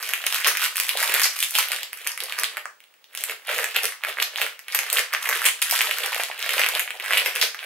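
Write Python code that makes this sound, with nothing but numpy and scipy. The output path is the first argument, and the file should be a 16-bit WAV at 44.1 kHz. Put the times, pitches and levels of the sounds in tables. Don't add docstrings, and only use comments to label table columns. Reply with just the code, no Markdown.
import sys
import numpy as np
from scipy import signal
from scipy.fft import rfft, irfft, next_fast_len
from scipy.io import wavfile
from scipy.ndimage import uniform_filter1d, minimum_filter1d

SR = 44100
rng = np.random.default_rng(int(sys.argv[2]) if len(sys.argv) > 2 else 0)


def unload_wav(signal):
    wavfile.write(
        sys.argv[1],
        SR,
        np.round(np.clip(np.atleast_2d(signal).T, -1, 1) * 32767).astype(np.int16),
    )


N = 337761


def amp(db):
    return 10 ** (np.asarray(db) / 20)


def unit(x):
    return x / np.sqrt(np.mean(x ** 2) + 1e-20)


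def along(points, hz):
    f, v = np.transpose(points)
    return np.interp(np.log(hz + 1), np.log(f + 1), v)


def causal(points, size):
    hz = np.fft.rfftfreq(size, 1 / SR)
    cepstrum = irfft(np.log(amp(along(points, hz))), size)
    cepstrum[1:size // 2] *= 2
    cepstrum[size // 2 + 1:] = 0
    return np.exp(rfft(cepstrum))


def filtered(x, response):
    m = 2 * next_fast_len(N // 2 + 8192)
    hz = np.fft.rfftfreq(m, 1 / SR)
    return irfft(rfft(x, m) * response(hz), m)[..., :N]


def place(s, rows):
    at = np.round(s * SR).astype(int)[:, None] + np.arange(rows.shape[1])
    return np.bincount(at.ravel(), rows.ravel(), N + SR)[:N]


def hiss_and_whistle():
    # f/Hz, density/dB
    hiss_colour = [(35, -51), (60, -23), (418, -4.5), (1790, -0.5), (7160, -12), (15000, -15)]
    # f/Hz, rms level/dB
    whistle_tones = [(15622, -69)]
    noise = rng.standard_normal((2, N))
    hiss = filtered(noise, lambda hz: amp(along(hiss_colour, hz)) * (hz < 15900))
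    t = np.arange(N) / SR
    whistle = sum(amp(db) * np.sqrt(2) * np.sin(2 * np.pi * hz * t) for hz, db in whistle_tones)
    return amp(-62.0) * unit(hiss) + whistle


def thumps(s, hz, db, cycles, rise):
    u = hz[:, None] * np.arange(320) / SR
    phase = rng.uniform(0, 2 * np.pi, (len(s), 1))
    swell = 1 - np.exp(-(u / rise) ** 2)
    damping = np.exp(-(u / cycles) ** 2)
    swing = np.sin(2 * np.pi * u + phase) * swell * damping
    return place(s, amp(db)[:, None] * swing / np.abs(swing).max(1, keepdims=True))


def cracks(s, db, life_s):
    # f/Hz, level/dB
    crack_colour = [(2500, -27), (4500, -0.5), (7000, -3.5), (9000, -1.5), (11500, 0.5), (13500, -1),
                    (15600, -8.5), (16300, -33)]
    t = np.arange(256) / SR
    life = life_s * np.exp(.5 * rng.standard_normal((len(s), 1)))
    noise = rng.standard_normal((len(s), len(t)))
    burst = noise * np.exp(-t / life) * (t < t[-1] / 2)
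    burst = irfft(rfft(burst) * causal(crack_colour, size=len(t)))
    return place(s, amp(db)[:, None] * burst / np.abs(burst).max(1, keepdims=True))


def squeezes():
    # peak t/s, rise/s and fall/s (20 dB before
    # swing), small facets level/dB, cracks level/dB, large panels level/dB
    squeeze_rows = [(.07, 0.64, 0.53, -34, -41, -48.5), (.262, 0.087, 0.16, -34, -40, -37.5),
                    (.332, 0.098, 0.3, -30, -35, -59), (0.47, 0.039, 0.066, -18, -32.5, -28.5),
                    (0.649, 0.12, 0.069, -22.5, -27, -64), (.785, 0.1, 0.34, -32, -34, -66),
                    (1.02, 0.11, 0.29, -26, -29.5, -50), (1.13, 0.31, 0.24, -26, -33.5, -36.5),
                    (1.25, 0.23, 0.057, -24, -28, -39.5), (1.419, 0.21, 0.12, -32, -32, -64),
                    (1.51, 0.12, 0.22, -52, -38, -72), (1.585, 0.073, 0.13, -22.5, -25.5, -33.5),
                    (1.728, 0.064, 0.18, -30.5, -38.5, -39), (2.073, 0.23, 0.19, -37.5, -45, -49.5),
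                    (2.227, 0.11, 0.26, -40, -51, -46), (2.322, 0.099, 0.22, -37, -47, -54),
                    (2.387, 0.041, 0.24, -33, -42, -42.5), (2.583, 0.026, 0.019, -28.5, -41, -37),
                    (3.19, 0.092, 0.25, -39, -43, -45), (3.301, 0.058, 0.066, -32, -39.5, -40),
                    (3.486, 0.026, 0.42, -28.5, -45.5, -34), (3.55, 0.11, 0.31, -30.5, -34, -34),
                    (3.761, 0.029, .066, -23, -36, -34), (3.841, 0.059, 0.11, -28.5, -31.5, -35),
                    (4.095, 0.077, 0.06, -27.5, -37, -35), (4.21, 0.078, 0.11, -31, -40, -36),
                    (4.421, 0.12, 0.12, -29, -37, -33.5), (4.736, 0.074, 0.48, -31, -41.5, -41.5),
                    (4.983, 0.19, .09, -27, -33.5, -31.5), (5.141, 0.053, 0.072, -26.5, -39, -40),
                    (5.246, 0.08, 0.25, -32, -39, -58), (5.325, 0.16, .3, -29.5, -35, -39),
                    (5.464, 0.11, 0.027, -23, -30, -45), (5.62, 0.011, 0.63, -33.5, -39, -67),
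                    (5.76, 0.19, 0.11, -29, -32, -49), (5.81, 0.12, 0.63, -29.5, -35.5, -38.5),
                    (6.044, 0.11, 0.1, -34, -40, -38.5), (6.188, 0.45, 0.24, -32, -40.5, -50.5),
                    (6.418, 0.048, 0.64, -34, -47, -52), (6.58, 0.37, 0.23, -28, -36.5, -34.5),
                    (6.763, 0.18, 0.14, -30, -41, -36), (6.95, .5, .3, -50, -55.5, -48),
                    (7.05, 0.085, 0.14, -32.5, -45, -52), (7.136, 0.15, 0.3, -27.5, -36.5, -33.5),
                    (7.256, 0.058, 0.12, -37, -38, -35), (7.356, 0.017, 0.064, -29.5, -33, -36),
                    (7.425, 0.068, 0.11, -31.5, -34, -35.5), (7.655, 0.2, .1, -39, -50, -47.5)]
    swings = (1.174, 1.55, 1.47)
    # facets level/dB, cracks level/dB, panels level/dB
    rest_db = (-72.5, -81, -71)
    peak, rise, fall, *levels_db = np.transpose(squeeze_rows)[..., None]
    t = np.arange(0, N + 32, 32) / SR
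    below_db = 20 * np.maximum((peak - t) / np.abs(rise), (t - peak) / np.abs(fall))
    gains = []
    for db, swing, rest in zip(levels_db, swings, rest_db):
        power = amp(rest) ** 2 + (amp(db - swing * below_db) ** 2).sum(0)
        gains.append(np.interp(np.arange(N) / SR, t, np.sqrt(power)))
    return gains


def crackle(count):
    # t/s, f/Hz
    fold_pitch = [(0.0, 2070), (0.08, 2900), (0.13, 2350), (1.38, 2290), (1.41, 2620), (2.43, 2040),
                  (2.47, 2610), (2.64, 1530), (3.03, 2500), (3.69, 2070), (3.73, 2600), (4.12, 1990),
                  (4.26, 2510), (5.29, 1930), (5.5, 2440), (7.66, 2210)]
    when, size, share = rng.random((count, 3)).T
    s = when * N / SR
    size_db = -4.5 * np.log(size + 0.023)
    spread = rng.standard_normal(count)

    facet_hz = np.interp(s, *np.transpose(fold_pitch)) * np.exp(0.31 * spread)
    facets = thumps(s, np.clip(facet_hz, 800, 6000), size_db, cycles=1.78, rise=0.71)
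    creases = cracks(s, size_db + 8 * share, life_s=0.0008)

    few = slice(0, count // 5)
    panel_hz = np.clip(600 * np.exp(0.25 * spread[::-1][few]), 300, 1200)
    panels = thumps(s[few], panel_hz, size_db[few], cycles=1.73, rise=0.81)
    return sum(gain * unit(x) for gain, x in zip(squeezes(), (facets, creases, panels)))


def snaps():
    # t/s, facet level/dB, facet f/Hz, crack level/dB
    loud_creases = [(0.0912, -17.5, 2020, -13), (0.1358, -6, 2360, -9.5), (0.2407, -15, 2240, -32),
                    (0.2662, -11, 2520, -7.5), (0.2696, -8.5, 2500, -33), (0.3255, -10, 3000, -13.5),
                    (0.345, -10, 2720, -14), (0.4458, 0, 2620, -9.5), (0.4727, -12, 2600, 0),
                    (0.552, -11.5, 1780, -21), (0.5716, -10, 2180, -11), (0.609, -16, 2220, -41),
                    (0.758, -14.5, 2080, -14), (0.7689, -18, 2770, -11.5), (0.8, -9.5, 2280, -9),
                    (0.8923, -5.5, 2750, -9.5), (0.953, -18, 635, -43), (0.9728, -9, 3550, -13),
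                    (1.0155, -21.5, 660, -43), (1.1409, -6, 2240, -4), (1.197, -6, 1960, -7),
                    (1.2172, -25, 2900, -9), (1.2343, -10, 2360, 3), (1.2661, -15, 2260, -19),
                    (1.39, -20, 2340, -14), (1.4273, -5.5, 2870, -7), (1.4352, -20, 3220, -15),
                    (1.4392, -11.5, 2930, -12), (1.4456, -22, 3450, -16), (1.5527, -0.5, 2860, -5),
                    (1.6004, -13, 2580, -17), (1.6856, -17, 2490, -19), (1.7184, -10.5, 2220, -12),
                    (1.7627, -20, 3000, -19), (1.8078, -27, 2740, -25), (1.832, -17.5, 2730, -16.5),
                    (1.931, -17.5, 2120, -18), (1.9733, -31, 1800, -24.5), (2.0672, -12.5, 1960, -24),
                    (2.073, -13, 2580, -8.5), (2.118, -32, 2160, -22), (2.1765, -16.5, 2060, -21),
                    (2.2041, -15.5, 2870, -15), (2.237, -30, 3810, -15), (2.2966, -19, 3500, -27),
                    (2.3235, -12.5, 2500, -23), (2.3885, -12, 1720, -11), (2.3975, -31, 2160, -13),
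                    (2.4346, -8.5, 1850, -8), (2.443, -8.5, 3200, -21), (2.5702, -12.5, 1900, -22),
                    (2.656, -16, 1490, -27), (2.804, -34.5, 2450, -40), (2.8397, -38, 2800, -46),
                    (2.9402, -42, 2420, -48), (3.0424, -35.5, 3300, -44), (3.1505, -20, 2340, -21),
                    (3.1747, -17.5, 3200, -18), (3.2384, -15, 2160, -9.5), (3.2967, -14, 2200, -23),
                    (3.472, -32, 2900, -25), (3.4921, -19.5, 1670, -42), (3.588, -8.5, 1940, -19.5),
                    (3.643, -9.5, 2040, -11.5), (3.7611, -7, 2620, -18), (3.7648, -5, 2720, -10),
                    (3.834, -15, 2340, -12), (3.8545, -11, 2440, -9.5), (3.9226, -19.5, 1880, -26),
                    (4.0369, -9, 2160, -25), (4.0491, -9.5, 1930, -22), (4.1712, -15.5, 1790, -44),
                    (4.1861, -11, 1830, -35), (4.2007, -6.5, 2560, -18), (4.223, -7.5, 2050, -11.5),
                    (4.2263, -7.5, 3400, -12), (4.359, -11, 2880, -22), (4.3846, -14.5, 1870, -32),
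                    (4.4158, -2, 2400, -14), (4.4652, -13, 1820, -24), (4.5924, -26, 2110, -24.5),
                    (4.6831, -19, 2440, -25.5), (4.7486, -6.5, 2090, -3), (4.757, -17, 1860, -25),
                    (4.7899, -6.5, 2220, -9), (4.901, -13, 3100, -15.5), (4.9287, -13, 2520, -3),
                    (4.9706, -4.5, 2900, -17), (4.9844, -5, 1860, -13), (4.9925, -8, 2160, -7),
                    (5.1364, -11, 1400, -12.5), (5.1488, -7.5, 2260, -24), (5.2578, -10, 2010, -31),
                    (5.2901, -11, 1850, -9.5), (5.3126, -12, 1590, -19), (5.3273, -8, 1740, -37),
                    (5.4541, 2.5, 2370, 1.5), (5.487, -8.5, 2580, -13), (5.6179, -16, 2400, -10),
                    (5.6219, -5, 2580, -34), (5.6257, -24, 2970, -4), (5.7001, -17, 2000, -14),
                    (5.711, -10, 2230, -3.5), (5.791, -10, 2000, -9), (5.8082, -2, 2400, -15),
                    (5.8158, -7, 2240, -9), (5.8721, -12, 2900, -27), (5.911, -6, 2420, -19),
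                    (5.985, -18, 2180, -14), (6.035, -11.5, 2670, -29), (6.061, -18, 2090, -13.5),
                    (6.13, -11, 2270, -29), (6.1464, -12, 2140, -16), (6.162, -20, 656, -43),
                    (6.1966, -16, 656, -45), (6.1997, -12, 2270, -35), (6.2356, -13.5, 2940, -13.5),
                    (6.2993, -20, 790, -42), (6.3142, -13.5, 2280, -42), (6.3924, -19, 2350, -23.5),
                    (6.4267, -11, 3100, -20.5), (6.4922, -7.5, 2380, -14), (6.507, -13, 2130, -19),
                    (6.5811, -6.5, 2400, -18), (6.5943, -0.5, 2000, -4.5), (6.6164, -6, 2370, -22),
                    (6.636, -4, 2380, -23), (6.6441, -8.5, 1970, -14), (6.6633, -6, 2290, -14.5),
                    (6.6881, -14.5, 1430, -8.5), (6.751, -8.5, 3170, -12), (6.7952, -6.5, 2370, -7.5),
                    (6.8772, -15.5, 2170, -37), (6.906, -12.5, 2260, -23), (6.9994, -14, 2300, -23.5),
                    (7.008, -19, 2140, -33), (7.0431, -18, 2150, -24), (7.061, -14.5, 1970, -22.5),
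                    (7.108, -6, 1690, -21), (7.124, -7.5, 2440, -24), (7.1341, -1.5, 2320, -21),
                    (7.145, -12, 2780, -28), (7.1723, -1, 2460, -17), (7.1762, -8, 2750, -11),
                    (7.1816, -1, 2500, -8), (7.2605, -3, 2360, -9), (7.3602, -9.5, 2520, -19),
                    (7.4142, -0.5, 3400, -1.5), (7.426, -4, 2080, -13), (7.5458, -17.5, 1670, -28),
                    (7.5913, -19, 2720, -39), (7.6291, -21, 2140, -41)]
    s, facet_db, facet_hz, crack_db = np.transpose(loud_creases)
    wait, drop, pitch = rng.random((len(s), 3)).T
    first = thumps(s, facet_hz, facet_db, cycles=1.56, rise=0.4)
    first += cracks(s, crack_db, life_s=0.00033)

    later = s + 0.001006 + .004 * wait
    less_db = -7 - 12 * drop
    second_hz = facet_hz * (.7 + .6 * pitch)
    second = thumps(later, second_hz, facet_db + less_db, cycles=1.4, rise=0.52)
    second += cracks(later, crack_db + less_db, life_s=0.00007)
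    return first + second


def ports(x):
    # f/Hz, lead/rad
    left_lead = [(300, 0), (1800, .5), (3100, .4), (4000, 1.3), (4900, 2.4), (7900, .2), (12000, .3)]
    # f/Hz, difference/dB
    left_tilt = [(380, 0), (700, -2.5), (1300, -3.8), (4400, -2), (12000, 1)]
    # mean delay t/s, level/dB
    reflections = [(.0082, -16)]
    side = np.array([[.5], [-.5]])

    def direct(hz):
        return amp(side * along(left_tilt, hz)) * np.exp(1j * side * along(left_lead, hz))

    def walls(hz):
        return sum(amp(db) * np.exp(-2j * np.pi * hz * (s + .00005 * side)) for s, db in reflections)

    return filtered(x, lambda hz: direct(hz) + walls(hz))


def room(x):
    # f/Hz, t/s
    decay_time = [(400, 0.25), (2000, 0.24), (6000, 0.32), (14000, 0.2)]
    # f/Hz, correlation (0 to 1)
    likeness = [(400, 1), (1500, 0.21), (3000, 0.35), (5500, 0.03), (10000, 0.19)]
    wet = np.zeros((2, N + 2 * SR))
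    step = SR // 8
    for start in range(0, N, step):
        hz, t, (a, b) = signal.stft(rng.standard_normal((2, SR // 3)), SR, nperseg=256)
        turn = np.arccos(np.clip(along(likeness, hz), 0, 1))[:, None] / 2
        z = np.cos(turn) * a + np.array([1, -1])[:, None, None] * np.sin(turn) * b
        decay = amp(-60 * t / along(decay_time, hz)[:, None])
        tail = signal.istft(z * decay, SR, nperseg=256)[1]
        tail *= 1 - np.exp(-np.arange(tail.shape[1]) / (0.0026 * SR))
        tail /= np.linalg.norm(tail[0])
        answer = signal.fftconvolve(x[None, start:start + step], tail, axes=1)
        wet[:, start:start + answer.shape[1]] += answer
    return wet[:, :N]


def scene():
    # f/Hz, level/dB
    mic_colour = [(40, -27), (200, -23.5), (300, -19), (450, -4), (1000, -1.5), (2200, 0.5), (5000, 4.5)]
    bag = crackle(count=7000) + snaps()
    heard = ports(bag) + amp(-2.5) * room(bag)
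    coloured = filtered(heard, lambda hz: causal(mic_colour, size=2 * len(hz) - 2))
    return coloured + hiss_and_whistle()


def record(dry):
    top_hz = 16900
    need = np.minimum(1, .97 / (np.abs(dry).max(0) + 1e-9))
    gain = uniform_filter1d(minimum_filter1d(need, size=89), size=45)
    return filtered(dry * gain, lambda hz: hz < top_hz)


dry = scene()
out = record(dry)
unload_wav(out)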